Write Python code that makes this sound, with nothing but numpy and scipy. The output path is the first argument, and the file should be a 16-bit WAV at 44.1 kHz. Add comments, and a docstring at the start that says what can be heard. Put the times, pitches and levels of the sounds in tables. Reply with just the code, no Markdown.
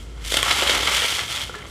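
"""A hand pulls a sheet of plastic bubble wrap off an object in a hard-walled kitchen and tosses it aside.
A low wavering hum (a frequency-modulated sine) and room noise (shaped noise bands) sound throughout.
The film is faint at first, then crackles loudly as its folds buckle (struck resonators) and dies away.
Larger creases snap (decaying noise bursts); stiff parts knock softly among the snaps and mostly near
the end (decaying sines). Walls echo the film (feedback delays); a small microphone adds fixed resonances."""
import sys
import numpy as np
from scipy import signal
from scipy.fft import rfft, irfft, next_fast_len
from scipy.io import wavfile

SR = 44100
rng = np.random.default_rng(int(sys.argv[2]) if len(sys.argv) > 2 else 0)


def to_wav(s):
    """Save 16-bit WAV."""
    ch = np.atleast_2d(s).T  # columns
    pcm = np.round(np.clip(ch, -1, 1) * 32767)  # PCM
    wavfile.write(sys.argv[1], SR, pcm.astype(np.int16))


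def gain_from_decibels(decibels):
    """Convert decibel values to linear amplitude factors."""
    exponent = np.asarray(decibels, float) / 20
    return 10 ** exponent


N = 74970


def rms_one(x):
    """Normalization: scale a signal to unit root-mean-square."""
    return x / np.sqrt(np.mean(x ** 2) + 1e-20)


def in_time(rows):
    """Linear interpolation: read each column of a time curve at every sample."""
    times, *columns = np.transpose(rows)
    return [np.interp(np.arange(N) / SR, times, column) for column in columns]


def at_hz(points, hz):
    """Interpolation of a spectrum in dB along a logarithmic frequency axis."""
    point_hz, point_db = np.array(points)[:, 0], np.array(points)[:, 1]
    return np.interp(np.log(hz), np.log(point_hz), point_db)


def drift(rate_hz):
    """Slow random variation of unit rms: white noise through two equal low-pass poles at rate_hz."""
    step = 20  # samples between computed values
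    pole = np.exp(-2 * np.pi * rate_hz * step / SR)
    white = rng.standard_normal(N // step + 2002)
    slow = signal.lfilter([1], [1, -2 * pole, pole * pole], white)[2000:]  # drop the filter's start
    return np.interp(np.arange(N) / step, np.arange(len(slow)), rms_one(slow))


def band(x, low_hz, high_hz):
    """Butterworth band-pass: keep the frequencies between two edges."""
    sections = signal.butter(2, [low_hz, high_hz], "band", fs=SR, output="sos")
    return signal.sosfilt(sections, x)


def hum():
    """Frequency modulation: the phase of a sine is the running sum of its wavering frequency."""
    # wavering strength of the hum: (time [s], rms level [dB])
    hum_curve = [(0.0, -38.5), (0.25, -32.5), (0.624, -42), (0.69, -35), (0.742, -45), (0.77, -34.5),
                 (1.054, -42), (1.074, -68), (1.144, -41), (1.23, -64), (1.316, -38), (1.34, -58),
                 (1.458, -39), (1.566, -50), (1.624, -51), (1.7, -43.5)]
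    centre_hz, wander, wander_rate_hz = 57.7, 0.087, 6.1  # wander: rms fraction of centre_hz
    level_db, = in_time(hum_curve)
    hz = centre_hz * (1 + wander * drift(wander_rate_hz))
    phase = 2 * np.pi * np.cumsum(hz) / SR
    return gain_from_decibels(level_db) * np.sqrt(2) * np.sin(phase + rng.uniform(0, 2 * np.pi))


def air():
    """Noise synthesis by bands: half-octaves of white noise weighted to the spectrum of the room."""
    # spectrum of the room noise: (frequency [Hz], relative density [dB per Hz])
    air_spectrum = [(65, 0), (120, -4.5), (200, -14), (350, -11), (700, -24), (1500, -27.5), (3500, -35.5),
                    (8000, -34.5), (15500, -49)]
    total_db, patch_db, patch_rate_hz = -41.5, -0.5, 1.8  # each band's level drifts on its own
    white = rng.standard_normal((2, N + SR // 4))
    edges_hz = 65 * 2 ** np.arange(0, 8.1, .5)
    out = 0
    for k, (low, high) in enumerate(zip(edges_hz, edges_hz[1:])):
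        band_db = at_hz(air_spectrum, np.sqrt(low * high)) + patch_db * drift(patch_rate_hz)
        # neighbouring bands use independent noises
        out = out + band(white[k % 2], low, high)[-N:] * gain_from_decibels(band_db)
    return gain_from_decibels(total_db) * rms_one(out)


def folds():
    """Impulse excitation: random clicks of tiny buckling folds strike damped resonators of fixed pitch."""
    # how hard the film is worked: (time [s], relative level [dB], dullness [dB per octave])
    pull = [(0, -44, -3), (.09, -60, -3), (.18, -55, 7.5), (.25, -33, -1.5), (.318, -27.5, -4.5),
            (.33, -22, -2.5), (.39, -21, 1.7), (.425, -24, -1.5), (.47, -19, 3), (.53, -19.5, 0.5),
            (.6, -17.5, 1.6), (.655, -22.5, 2.5), (.705, -16.5, 1.2), (.76, -20.5, 3.5), (.82, -25, 1),
            (.865, -21, 0), (.885, -20.5, 1.6), (.97, -18, 1.2), (1.01, -21, -0.3), (1.06, -21, -0.9),
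            (1.11, -22, -1.5), (1.18, -25.5, -1), (1.21, -24, 3), (1.27, -33, -2.7), (1.31, -24, -0.2),
            (1.41, -25.5, 1.7), (1.46, -37, -2.5), (1.53, -40.5, 2), (1.6, -44.5, 4), (1.655, -50, 9),
            (1.67, -43, -1), (1.7, -48.5, -10)]
    # spectrum of the film: (frequency [Hz], relative level [dB])
    film_spectrum = [(300, -11.5), (500, -10), (1000, -1), (2000, -7), (3500, 0.5), (5500, -6),
                     (10000, -18), (13000, -14.5), (15800, -21.5)]
    folds_per_s, spread_db, ring_cycles = 8000, 1.5, 2.74  # ring_cycles: cycles to fall 60 dB
    clump_db, clump_rate_hz = 1.5, 39.5  # fast wavering of the whole
    patch_db, patch_rate_hz = 2, 4.4  # each pitch swells and fades on its own
    film_db = -2.5
    level_db, dull_db = in_time(pull)

    strength_db = spread_db * np.minimum(rng.exponential(1, N), 4.0)
    clicks = gain_from_decibels(strength_db) * rng.choice([-1, 1], N) * (rng.random(N) < folds_per_s / SR)
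    pitches_hz = np.geomspace(film_spectrum[0][0], film_spectrum[-1][0], num=24)
    pitch_index = (24 * rng.random(N) ** .5).astype(int)  # high pitches get more of the folds
    out = 0
    for k, hz in enumerate(pitches_hz):
        pole, angle = gain_from_decibels(-60 * hz / (ring_cycles * SR)), 2 * np.pi * hz / SR
        struck = clicks * (pitch_index == k) + 1e-18
        rings = signal.lfilter([1, -1], [1, -2 * pole * np.cos(angle), pole * pole], struck)
        tilt_db = -dull_db * np.log2(hz / 3000)
        pitch_db = at_hz(film_spectrum, hz) + tilt_db + patch_db * drift(patch_rate_hz)
        # sqrt(hz): the pitches are spaced by equal ratios
        out = out + rms_one(rings) * np.sqrt(hz) * gain_from_decibels(pitch_db)
    clumped = out * gain_from_decibels(clump_db * drift(clump_rate_hz))
    return gain_from_decibels(level_db) * rms_one(clumped) * gain_from_decibels(film_db)


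def snaps():
    """Transient radiation: a crease breaks with a click and an exponentially decaying noise rattle."""
    # larger creases: (time [s], middle-band peak [dB], bass re middle [dB], treble re middle [dB],
    # decay time constant [s])
    creases = [(0.226, -47, -8, 1, 0.0016), (0.261, -25, -8, 7, 0.0022), (.2955, -38, -15, -7, 0.0024),
               (.304, -40, -12, 7, 0.0025), (.3217, -8, -9, -2, .0018), (.3415, -6, -8, -2, .0025),
               (.3693, -6.5, -9, -3, .003), (.429, -4.5, -11, 0, .002), (0.371, -16, -6, 15, 0.00077),
               (0.373, -9, -29, -13, 0.0022), (0.384, -29, 2, -2, 0.003), (0.5087, -10.5, -16, -20, 0.0026),
               (0.512, -6.5, -11.5, -23, 0.0073), (0.563, -22, 0.5, 1.5, 0.0084),
               (.6228, -9, -2, -15, .004), (.6948, -6.5, -8, -12, .008), (.629, -19, -2, -11, .004),
               (0.671, -20.5, 1, -17, 0.0035), (0.6737, -10, -20, -8, 0.0057),
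               (0.831, -21.5, 4, -15, 0.0044), (0.874, -7.5, -16, -15, 0.0071),
               (0.883, -17.5, -0.5, -22, 0.0028), (1.0197, -12.5, -8, -8, 0.012),
               (1.045, -15, -4, -8, 0.0031), (1.053, -11, -14, -8, 0.0081),
               (1.125, -18.5, -2.5, -8, 0.0036), (1.157, -24, -16, -4, 0.0017),
               (1.192, -13.5, -18, -6, .003), (1.293, -27.5, -2, -10, 0.0049), (1.494, -33, 3, -4, 0.0034),
               (1.551, -29, -10, -12, 0.0057), (1.626, -43.5, -4, -8, 0.0047)]
    # edges of the bass, middle and treble bands: (frequency [Hz], ...)
    edges_hz = (350, 1100, 4300, 10500)
    click = 6  # first sample against the unit-rms rattle
    t = np.arange(2000) / SR
    out = np.zeros(N + 2000)
    noise = rng.standard_normal((len(creases), len(t)))
    for (time, peak_db, bass_db, treble_db, decay_s), rattle in zip(creases, noise):
        burst = np.where(t == 0, click, rattle) * np.exp(-t / max(decay_s, 5e-4))
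        start = int(time * SR)
        for k, part_db in enumerate((bass_db, 0, treble_db)):
            part = band(burst + 1e-18, edges_hz[k], edges_hz[k + 1])
            out[start:start + len(t)] += part / np.abs(part).max() * gain_from_decibels(peak_db + part_db)
    return out[:N]


def knocks():
    """Free vibration: a stiff part of the sheet, once struck, rings at one pitch and decays exponentially."""
    # struck stiff parts: (time [s], peak level [dB], frequency [Hz], 60 dB decay time [s])
    stiff_parts = [(.623, -22.5, 409, 0.082), (.431, -21, 1114, 0.066), (1.4956, -28, 1430, 0.026),
                   (1.497, -29, 470, 0.036), (1.542, -25.5, 1420, 0.017), (1.549, -31, 1120, 0.023),
                   (1.5502, -32.5, 1720, 0.062), (1.559, -34, 417, 0.12), (1.626, -35, 2040, 0.015),
                   (1.667, -38, 6150, 0.017)]
    out = np.zeros(N)
    for time, peak_db, hz, t60 in stiff_parts:
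        start = int(time * SR)
        t = np.arange(N - start) / SR
        out[start:] += gain_from_decibels(peak_db - 60 * t / t60) * np.sin(2 * np.pi * hz * t)
    return out


def kitchen(x):
    """Reverberation by recirculation: ten feedback delays lose energy, most in the treble, on every round."""
    t60_s, wall_cut_hz = 0.45, 9400  # decay time at low frequency; low-pass corner of each round
    size = next_fast_len(N + SR)
    z = np.exp(-2j * np.pi * np.arange(size // 2 + 1) / size)  # delay of one sample
    dull = np.exp(-2 * np.pi * wall_cut_hz / SR)
    wall = (1 - dull) / (1 - dull * z)
    lags = (rng.uniform(.009, .04, 10) * SR).astype(int)
    total = 0
    for k, lag in enumerate(lags):
        loop = gain_from_decibels(-60 * lag / SR / t60_s) * wall * z ** lag
        total = total + (-1) ** k * loop / (1 - loop)  # geometric series of all rounds
    return irfft(rfft(x, size) * total, size)[:N]


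def scene():
    """Superposition: the film and its room echo add to the hum and room noise."""
    room_db = -18
    background = hum() + air()
    film = folds() + snaps() + knocks()
    return (film + gain_from_decibels(room_db) * kitchen(film) + background)[None]


def top_cut(x):
    """Nothing passes above the cut-off."""
    return signal.sosfilt(signal.butter(12, 16520, fs=SR, output="sos"), x)


def record(dry):
    """Linear filtering: the microphone's resonances boost narrow bands and its response falls at the top."""
    # microphone resonances: (frequency [Hz], width [Hz], boost [dB])
    resonances = [(1340, 95, 7.5), (2138, 203, 7.5), (3194, 365, 9.5), (7620, 170, 3.5), (10000, 280, 1.5)]
    rolloff_hz, stop_hz = 10420, 16600  # gentle roll-off; edge of the steep filter's stop band
    for hz, width_hz, boost_db in resonances:
        pole, angle = np.exp(-np.pi * width_hz / SR), 2 * np.pi * hz / SR
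        unit_peak = (1 - pole * pole) / 2 * np.array([1, 0, -1])
        peak = signal.lfilter(unit_peak, [1, -2 * pole * np.cos(angle), pole * pole], dry)
        dry = dry + (gain_from_decibels(boost_db) - 1) * peak
    dry = signal.sosfilt(signal.butter(2, rolloff_hz, fs=SR, output="sos"), dry)
    dry = signal.sosfilt(signal.cheby2(12, 70, stop_hz, fs=SR, output="sos"), dry)
    return top_cut(dry)


dry = scene()
out = record(dry)
to_wav(out)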